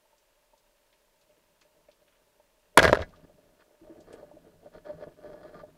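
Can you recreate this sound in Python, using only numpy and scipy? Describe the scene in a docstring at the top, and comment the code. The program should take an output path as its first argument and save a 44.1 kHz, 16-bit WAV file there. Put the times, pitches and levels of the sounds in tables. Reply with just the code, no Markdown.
"""Under water among rocks, inside a waterproof housing on a rubber-band speargun as it fires.
The latch and blows of the shot ring modes of gun and steel under bursts of clatter and crack; shaft and line
scrape in stick-slip clicks, bands flap in soft low bumps, and surging water is slow coloured noise.
Before the shot come faint rubs (clicks through housing resonances) and soft knocks in the modes of the stock;
after it, hand, line and slack rubber rub and knock more strongly.
Shrimp and tackle snap in short bands of noise over a steady hiss, low wash and far crackle."""
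import sys
import numpy as np
from scipy import signal
from scipy.io import wavfile

SR = 44100
rng = np.random.default_rng(int(sys.argv[2]) if len(sys.argv) > 2 else 0)


def to_wav(sig):
    """Store sig (one row per channel, or 1-D mono) as 16-bit WAV at the path in sys.argv[1].

    Samples outside -1..1 are clipped; the rate is SR.
    """
    pcm = np.clip(np.atleast_2d(sig), -1, 1) * 32767
    pcm = np.round(pcm).astype(np.int16)
    wavfile.write(sys.argv[1], SR, pcm.T)  # frames by channels


N = 254456
TIME = np.arange(N) / SR
EDGE_HZ = 15700  # top of the band

# Blows of the shot. Each row: start in seconds, ring level in dB, centre of the ring in Hz,
# ring t60 in seconds, clatter level in dB, crack level in dB.
BLOWS = [(2.7733, -4, 1060, 0.0095, -10.5, -25), (2.7753, -1, 802.3, 0.022, -8, -14.5),
         (2.7784, -6, 1404, .012, -20, -29.5), (2.7849, -2, 518.6, 0.013, -16, -31.5),
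         (2.7905, -3.5, 1640, 0.039, -13, -19.5), (2.7986, -10.5, 1650, .028, -20.5, -30),
         (2.801, -9, 640, .012, -21, -36.5), (2.8127, -21.5, 860, .015, -25, -42),
         (2.8228, -14, 427.2, 0.019, -34, -41), (2.829, -16, 620, 0.022, -17, -22),
         (2.839, -8, 1735, 0.035, -28, -30), (2.8442, -10.5, 625, 0.041, -26, -28),
         (2.8514, -11, 423, 0.04, -16.5, -31), (2.8513, -12, 1767, 0.056, -14.5, -29),
         (2.8781, -15, 644, .02, -15, -32), (2.8915, -15, 1450, 0.023, -28, -41),
         (2.896, -13, 520, .025, -32, -41), (2.929, 0, 767.5, 0.018, -13.5, -30),
         (2.932, -15.5, 414, 0.068, -32, -48.5), (2.9474, -24, 638, .03, -25.5, -40),
         (2.954, -19.5, 1386, 0.033, -28.5, -41), (2.972, -16, 622.5, 0.014, -31, -59.5),
         (2.9928, -25.5, 607, 0.021, -35.5, -63), (3.002, -26.5, 530, 0.043, -36, -69),
         (3.014, -30, 454, 0.053, -57, -66), (3.021, -30, 1780, 0.071, -34.5, -61)]
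# Modes of the gun under a hard blow. Each row: frequency in Hz, relative level in dB.
GUN_MODES = [(420, -2.5), (520, -3.5), (610, 1.5), (960, -4), (1080, -2.5), (1275, -4.5), (1460, -0.5),
             (1635, 1), (1770, -4), (2000, -3.5), (2180, -3.5), (2330, -6.5), (3200, -3.5)]
# Spectrum of the gun's loose parts. Each row: frequency in Hz, relative level in dB per Hz.
CLATTER_SPECTRUM = [(40, -27.5), (150, -15.5), (260, -0.5), (340, -10.5), (500, -0.5), (800, -1.5),
                    (1100, 4.5), (1700, 4.5), (2400, -7.5), (3400, -9.5), (6000, -29.5), (10000, -34.5),
                    (16000, -49)]
# Spectrum of the bright cracks and the fizz. Each row: frequency in Hz, relative level in dB per Hz.
CRACK_SPECTRUM = [(500, -20), (1800, -3), (3000, -2), (4500, -0.5), (6300, -7.5), (8500, -13.5),
                  (10500, -14), (12500, -20), (16000, -22.5)]
# The latch letting go of the spear. 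Each row: start in seconds, level in dB, centre in Hz.
LATCH = [(2.7759, -3, 8730)]
# Steel clinking on steel. Each row: start in seconds, level in dB, centre in Hz.
CLINKS = [(2.7745, -9.5, 2320), (2.776, -10.5, 3330), (2.792, -15.5, 3220), (2.836, -27, 4700),
          (2.995, -57, 4170), (3.002, -52, 3580), (3.0198, -34.5, 3690)]
# Modes of the steel wishbones and fittings. Each row: frequency in Hz, relative level in dB.
STEEL_MODES = [(2330, -1.5), (3050, -4), (3350, 0), (3770, -3.5), (4180, -5), (4400, -4), (4900, -2.5)]
# The spear and its line running out. Each row: time in seconds, scrape level in dB, water surge level in dB.
FLIGHT = [(2.745, -82.5, -85), (2.769, -61, -67.5), (2.777, -33, -33.5), (2.815, -33, -34),
          (2.845, -23.5, -34.5), (2.89, -31, -28), (2.97, -41, -44.5), (3.03, -40.5, -40),
          (3.055, -59, -52), (3.3, -86, -92)]
# Resonances of shaft and muzzle under scraping. 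Each row: frequency in Hz, width in Hz, relative level in dB.
SHAFT_RESONANCES = [(380, 27, 0), (540, 60, -7.5), (604, 72, 15.5), (730, 49, -12), (910, 33, -8.5),
                    (1270, 58, -13), (1390, 60, -1), (1520, 54, -6), (1880, 38, -7.5), (3128, 280, -26),
                    (3750, 260, -20), (5100, 1200, -26.5)]
# Spectrum of the surging water. Each row: frequency in Hz, relative level in dB per Hz.
SURGE_SPECTRUM = [(8, -31), (22, -4), (35, -3.5), (55, -3), (85, 1), (125, -9), (165, -8.5), (260, -11),
                  (400, -36), (900, -82.5)]
# Loose bands slapping the water. Each row: start in seconds, level in dB, centre in Hz,
# time constant of the rise in seconds.
FLAPS = [(2.774, -20, 263.8, 0.0025), (2.832, -24.5, 154, 0.0043), (2.874, -35.5, 88.3, 0.0072),
         (2.905, -27.5, 88, 0.0051), (2.998, -32, 75.6, 0.0044)]
# Modes of the loose bands in the water. Each row: frequency in Hz, relative level in dB.
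BAND_MODES = [(84, -1.5), (163, -1), (270, 2)]
# The hand's hold, light while aiming and firm after the shot. Each row: time in seconds,
# pressure level in dB, flexing level in dB.
HOLD = [(0, -84, -106), (1.0, -83, -96), (1.3, -78.5, -80.5), (2.15, -76, -82), (2.62, -80.5, -84.5),
        (3.06, -59.5, -57), (3.2, -66.5, -64.5), (3.48, -66.5, -68), (3.79, -73, -89.5), (3.82, -58, -65.5),
        (4.25, -61, -62.5), (4.57, -65.5, -67), (4.84, -67, -65), (4.95, -54.5, -69.5), (5.19, -58, -66.5),
        (5.4, -54, -61.5), (5.77, -63.5, -63)]
# Strokes of hand, line and rubber along the stock. Each row: start in seconds, length in seconds,
# groan level in dB, rasp level in dB, flexing level in dB.
STROKES = [(3.122, 0.045, -74, -67.5, -66), (3.225, 0.027, -57.5, -65, -54.5),
           (3.585, 0.039, -97.5, -65.5, -91.5), (3.953, 0.068, -54, -72, -65),
           (4.061, 0.17, -52.5, -64, -72.5), (4.62, 0.06, -53, -69.5, -67), (4.726, .055, -52, -58, -57.5),
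           (4.842, 0.069, -49, -58, -69.5), (4.913, 0.038, -65, -73, -53),
           (4.992, 0.048, -50.5, -56, -60.5), (5.055, 0.035, -48.5, -73.5, -55),
           (5.22, 0.08, -48.5, -62.5, -58.5), (5.309, 0.029, -47.5, -61, -53.5),
           (5.413, 0.083, -52.5, -61, -66), (5.525, 0.094, -50.5, -59, -57)]
# Resonances of the housing under the grip. Each row: frequency in Hz, width in Hz, relative level in dB.
BODY_RESONANCES = [(346.7, 11, 0), (439, 120, 1), (599.4, 39, 8.5), (680, 22, -16.5), (890, 150, -16)]
# Resonances of the housing under the rasp. Each row: frequency in Hz, width in Hz, relative level in dB.
SHELL_RESONANCES = [(927, 28.2, -1), (1200, 110, 0), (1460, 150, -2.5), (1692, 20, 2.5), (1829, 22, -20),
                    (3220, 300, -14), (4164, 330, -17), (4840, 140, -12)]
# Spectrum of the low flexing. Each row: frequency in Hz, relative level in dB per Hz.
FLEX_SPECTRUM = [(8, -25), (20, -1.5), (35, -1.5), (62, -17.5), (88, 0), (120, -15.5), (160, -0.5),
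                 (210, -9.5), (280, -5.5), (400, -33), (900, -74.5)]
# Knocks on the stock. Each row: start in seconds, level in dB, centre in Hz,
# time constant of the rise in seconds.
KNOCKS = [(.052, -66, 880, 0.0024), (.129, -57.5, 764, 0.00067), (.532, -54.5, 750, 0.0022),
          (1.29, -60.5, 570, 0.0084), (1.372, -63.5, 415, 0.0026), (1.648, -60.5, 605, 0.007),
          (1.885, -49.5, 620, 0.0024), (2.012, -60, 600, .006), (2.3965, -54.5, 710, 0.0014),
          (2.745, -51.5, 536, .007), (3.134, -53.5, 1210, 0.0021), (3.296, -51, 590, 0.00058),
          (3.343, -57.5, 166.1, .004), (3.706, -56.5, 587, 0.0021), (3.81, -50.5, 290, 0.0085),
          (3.874, -48.5, 600, 0.0012), (3.89, -44.5, 318.6, 0.011), (3.957, -48.5, 570, 0.0031),
          (3.975, -48.5, 341, 0.0074), (4.106, -44, 488, 0.0015), (4.139, -36, 441, 0.00063),
          (4.224, -42.5, 606, 0.0049), (4.312, -45, 664, .002), (4.335, -50, 300, 0.0058),
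          (4.367, -47, 590, 0.0021), (4.452, -53, 430.6, 0.012), (4.659, -42.5, 590, 0.0013),
          (4.746, -41.5, 600, 0.0026), (4.773, -42, 513, 0.0016), (4.862, -42.5, 584, 0.0021),
          (4.888, -34.5, 604, 0.0089), (4.928, -44.5, 378, 0.0021), (4.945, -48.5, 165, 0.0091),
          (5.004, -46, 580, 0.0021), (5.019, -36, 570, 0.0052), (5.067, -45.5, 560.6, 0.0015),
          (5.233, -45.5, 581, 0.0062), (5.258, -43.5, 598, 0.0038), (5.278, -45.5, 478, 0.0036),
          (5.338, -40, 600, 0.0033), (5.461, -52.5, 596, 0.002), (5.548, -48.5, 1190, 0.004),
          (5.593, -46.5, 1220, 0.0038), (5.631, -38.5, 600, 0.0034)]
# Modes of the stock under a soft knock. Each row: frequency in Hz, relative level in dB.
STOCK_MODES = [(165, 0.5), (325, 4.5), (435, -0.5), (598, -0.5), (890, -3), (1200, -2.5)]
# Sharp snaps of shrimp and tackle. Each row: start in seconds, level in dB, centre in Hz.
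SNAPS = [(.18, -68.5, 4970), (.5776, -69, 5000), (.9278, -64.5, 2570), (1.2126, -68, 4340),
         (1.6126, -61.5, 4130), (1.615, -62, 1860), (1.885, -65.5, 1700), (1.914, -63.5, 3540),
         (2.0793, -65.5, 2220), (2.123, -68, 2020), (2.152, -68, 2070), (3.09, -68, 3700),
         (3.16, -65, 3500), (3.605, -65, 2370), (4.004, -63.5, 4900), (4.128, -58, 6600),
         (4.13, -58.5, 2370)]
# Spectrum of the open water. Each row: frequency in Hz, relative level in dB per Hz.
WATER_SPECTRUM = [(12, -26), (20, 5), (42, -0.5), (76, -16), (153, -14.5), (289, -14.5), (404, -9.5),
                  (491, -10.5), (597, 0.5), (746, -18), (906, -6.5), (1130, -15), (1630, -16), (12100, -23),
                  (15500, -23)]


def shot(rise_s=0.00041, reach_octaves=0.28, clatter_t60=0.025, crack_t60=0.022,
         crack_width=.14, clatter_width=.05):
    """Each blow rings the gun, shakes its loose parts and starts with a bright crack."""
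    t = np.arange(SR // 8) / SR
    mid, side = np.zeros((2, N))
    attack = 1 - np.exp(-t / rise_s)
    for s, ring_db, hz, t60, clatter_db, crack_db in BLOWS:
        tone = amp(ring_db) * struck(t, GUN_MODES, hz, reach_octaves) * decay(t, t60) * attack
        clatter, other_clatter = (burst(t, clatter_db, clatter_t60, CLATTER_SPECTRUM) for _ in range(2))
        crack, other_crack = (burst(t, crack_db, crack_t60, CRACK_SPECTRUM) for _ in range(2))
        add(mid, s, tone + clatter + crack)
        # mostly treble differs between the ports
        add(side, s, crack_width * other_crack + clatter_width * other_clatter)
    return two_ports(mid, side)


def latch(side_db=-15, t60=0.0035):
    """The trigger's hard metal click, a dying fizz slightly different at each port."""
    mid = snaps(LATCH, spread=.22, t60=t60)
    side = amp(side_db) * snaps(LATCH, spread=.45, t60=t60)
    return two_ports(mid, side)


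def clinks(t60=0.024, reach_octaves=0.2):
    """Short, high rings of steel, damped by the water."""
    t, out = np.arange(SR // 10) / SR, np.zeros(N)
    for s, db, hz in CLINKS:
        add(out, s, amp(db) * struck(t, STEEL_MODES, hz, reach_octaves) * decay(t, t60))
    return out


def flight(edge_hz=6000, side_db=-24, fizz_db=-17, fizz_end_s=2.96, fizz_t60=.04):
    """The shaft and line scrape and fizz through the muzzle while the flapping bands push water at the housing."""
    scrape, surge = levels(FLIGHT)
    rung = ring(slips(per_s=2200, spread_db=7, smooth=0.19), SHAFT_RESONANCES)
    steel = scrape * unit(soften(rung, edge_hz, order=4))
    fizz = amp(fizz_db) * scrape * colour(slips(per_s=540, spread_db=4.5, smooth=0.21), CRACK_SPECTRUM)
    fizz = fizz * decay(np.maximum(TIME - fizz_end_s, 0), fizz_t60)  # it dies once the spear has gone
    side = amp(side_db) * scrape * colour(rng.standard_normal(N), CRACK_SPECTRUM)
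    eddies = signal.hilbert(colour(rng.standard_normal(N), SURGE_SPECTRUM))
    # uneven in pace, nearly even in strength
    sway = unit(soften(eddies.real / (abs(eddies) + .5), edge_hz=400, order=4))
    return two_ports(steel, side) + fizz + surge * sway


def flaps():
    """Loose bands slap the water: soft bumps in the low modes of the rubber."""
    return bumps(FLAPS, BAND_MODES, reach_octaves=0.16, shortest_t60=.06, t60_per_rise=6.6,
                 grain_db=-12.5, grain_width=1.0)


def rubbing(held_rasp_db=-13, hiss_db=-17):
    """Slips of hand and rubber ring the housing: a dull groan, a rasp and hiss above it, a low flexing below."""
    pressure, flexing = levels(HOLD)
    pressure = pressure * waver(depth_db=3.0, rate_hz=13)  # the hand is never quite still
    push, rasp, bend = strokes()

    grip = ring(slips(per_s=220, spread_db=3.0, smooth=0.75), BODY_RESONANCES)
    groan = unit(soften(grip, edge_hz=680, order=4))
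    scratch = ring(slips(per_s=400, spread_db=3, smooth=.2), SHELL_RESONANCES)
    grit = unit(soften(scratch, edge_hz=2900))
    hiss = unit(soften(resonate(rng.standard_normal(N), hz=4300, width_hz=600), edge_hz=6300, order=4))
    flex = colour(slips(per_s=250, spread_db=0.5, smooth=0.26), FLEX_SPECTRUM)

    # hold and strokes add as powers
    groan_gain = np.hypot(pressure, push)
    flex_gain = np.hypot(flexing, bend)
    rasp_gain = np.hypot(amp(held_rasp_db) * pressure, rasp)
    return groan_gain * groan + flex_gain * flex + rasp_gain * (grit + amp(hiss_db) * hiss)


def strokes(attack_s=0.017, release_t60=0.052):
    """Strength of groan, rasp and flexing: every stroke swells, holds and lets go alike."""
    out = np.zeros((3, N))
    for start, length, *db in STROKES:
        attack = np.clip((TIME - start) / attack_s, 0, 1)
        release = decay(np.maximum(TIME - start - length, 0), release_t60)
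        out += amp(db)[:, None] * attack * release
    return out


def knocks():
    """Knocks on the stock: soft, grainy bumps in its modes."""
    return bumps(KNOCKS, STOCK_MODES, reach_octaves=0.3, shortest_t60=.034, t60_per_rise=8.5,
                 grain_db=-10, grain_width=.9)


def snaps(table, spread, t60):
    """Bright ticks, each a short fizz in a band around one pitch."""
    t, out = np.arange(SR // 5) / SR, np.zeros(N)
    shape = decay(t, t60)
    for s, db, hz in table:
        edges = [hz / (1 + spread), min(hz * (1 + spread), EDGE_HZ)]
        band = signal.butter(3, edges, "band", fs=SR, output="sos")
        fizz = signal.sosfilt(band, shape * rng.choice([-1., 1.], len(t)))
        add(out, s, amp(db) * fizz * np.linalg.norm(shape) / np.linalg.norm(fizz))
    return out


def water(level_db=-69.5, side_db=-22, crackle_db=-82, crackle_t60=0.023):
    """Even hiss and low wash as coloured noise, with far shrimp as random clicks smeared by dying noise."""
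    mid, side = (amp(level_db) * colour(rng.standard_normal(N), WATER_SPECTRUM) for _ in range(2))
    side = side - soften(side, edge_hz=900, order=1)  # the bass is nearly the same at both ports
    t = np.arange(SR // 10) / SR
    smear = rng.standard_normal(len(t)) * decay(t, crackle_t60)
    far = signal.oaconvolve(slips(per_s=70, spread_db=2, smooth=0), smear)[:N]
    crackle = unit(soften(resonate(far, hz=3470, width_hz=6200), edge_hz=2800, order=4))
    return two_ports(mid + amp(crackle_db) * crackle, amp(side_db) * side)


def bumps(table, modes, reach_octaves, shortest_t60, t60_per_rise, grain_db, grain_width):
    """Soft bumps swell and die in a body's modes, with a rough edge; the slower the rise, the longer the ring."""
    t, out = np.arange(SR // 4) / SR, np.zeros(N)
    for s, db, hz, rise_s in table:
        shape = (1 - np.exp(-t / rise_s)) ** 2 * decay(t, shortest_t60 + t60_per_rise * rise_s)
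        shape = shape / shape.max()
        tone = shape * struck(t, modes, hz, reach_octaves)
        rough = resonate(rng.standard_normal(len(t)), hz, grain_width * hz)
        grain = shape * soften(rough, edge_hz=1.2 * hz, order=4)
        add(out, s, amp(db) * (tone + amp(grain_db) * np.std(tone) * unit(grain)))
    return out


def struck(t, modes, centre_hz, reach_octaves, detune=0.0066):
    """The modes of a struck body sounding together; where it is hit favours those near one pitch."""
    hz, db = np.transpose(modes)
    weight = amp(db) / (1 + (np.log2(hz / centre_hz) / reach_octaves) ** 4)
    detuned_hz = hz * (1 + detune * rng.standard_normal(len(hz)))
    tones = np.sin(2 * np.pi * np.outer(detuned_hz, t))
    return -(weight / np.linalg.norm(weight)) @ tones


def burst(t, db, t60, spectrum):
    """A dying puff of coloured noise whose energy is set by its level and length."""
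    shape = decay(t, t60)
    puff = colour(shape * rng.choice([-1., 1.], len(t)), spectrum, size=2048)
    return amp(db) * puff * np.linalg.norm(shape) / np.linalg.norm(puff)


def slips(per_s, spread_db, smooth):
    """Stick-slip friction: random clicks of uneven size over an even hiss of strength smooth, at rms 1."""
    size = amp(spread_db * np.minimum(rng.exponential(1, N), 3)) * rng.choice([-1, 1], N)
    clicks = size * (rng.random(N) < per_s / SR)
    return unit(unit(clicks) + smooth * rng.standard_normal(N))


def ring(x, modes):
    """A body of several resonances, at rms 1."""
    return unit(sum(amp(db) * resonate(x, hz, width) for hz, width, db in modes))


def resonate(x, hz, width_hz):
    """One resonance of gain 1 at its peak."""
    return signal.lfilter(*signal.iirpeak(min(hz, SR / 3), max(hz / width_hz, .5), fs=SR), x)


def colour(x, spectrum, size=4096):
    """Causal minimum-phase filter of energy 1 with the given spectrum."""
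    hz, db = np.transpose(spectrum)
    bins_hz = abs(np.fft.fftfreq(size, 1 / SR))
    log_gain = np.log(amp(np.interp(np.log(bins_hz + 1), np.log(hz), db)))
    taps = np.fft.ifft(np.exp(np.conj(signal.hilbert(log_gain)))).real[:size // 2]
    return signal.oaconvolve(x, taps / np.linalg.norm(taps))[:len(x)]


def soften(x, edge_hz, order=2):
    """Low-pass: takes the treble off above the edge."""
    return signal.sosfilt(signal.butter(order, min(edge_hz, SR / 3), fs=SR, output="sos"), x)


def waver(depth_db, rate_hz):
    """A gain that wanders by chance, no faster than about rate_hz."""
    return amp(depth_db * unit(soften(rng.standard_normal(N), rate_hz)))


def decay(t, t60):
    """Falls 60 dB in t60 seconds."""
    return np.exp(-np.log(1000) * t / t60)


def levels(table):
    """The dB columns of a curve as gains, next to nothing (-140 dB) outside its span."""
    s, *columns = np.transpose(table)
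    return [amp(np.interp(TIME, s, c, left=-140, right=-140)) for c in columns]


def amp(db):
    """Decibels to gain."""
    return 10 ** (np.asarray(db) / 20)


def unit(x):
    """Scales to rms 1."""
    return x / np.sqrt(np.mean(x ** 2) + 1e-20)


def add(mix, s, sound):
    """Mixes a sound in at time s in seconds."""
    part = mix[round(s * SR):][:len(sound)]
    part += sound[:len(part)]


def two_ports(mid, side):
    """Shared sound plus and minus the difference gives the two ports."""
    return np.array([mid + side, mid - side])


def scene():
    """Everything reaches both ports through the one housing, so it is nearly mono."""
    gun = shot() + latch() + clinks() + flight() + flaps()
    handling = rubbing() + knocks()
    return gun + handling + snaps(SNAPS, spread=0.58, t60=0.098) + water()


def record(dry):
    """The input blocks slow drift and clips the loudest peaks; then the band limit."""
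    steady = signal.sosfilt(signal.butter(2, 9, "high", fs=SR, output="sos"), dry)
    clipped = np.clip(steady, -.93, .93)
    band_limit = signal.firwin(255, EDGE_HZ, window=("kaiser", 8), fs=SR)
    return signal.oaconvolve(clipped, band_limit[None], "same")


dry = scene()
out = record(dry)
to_wav(out)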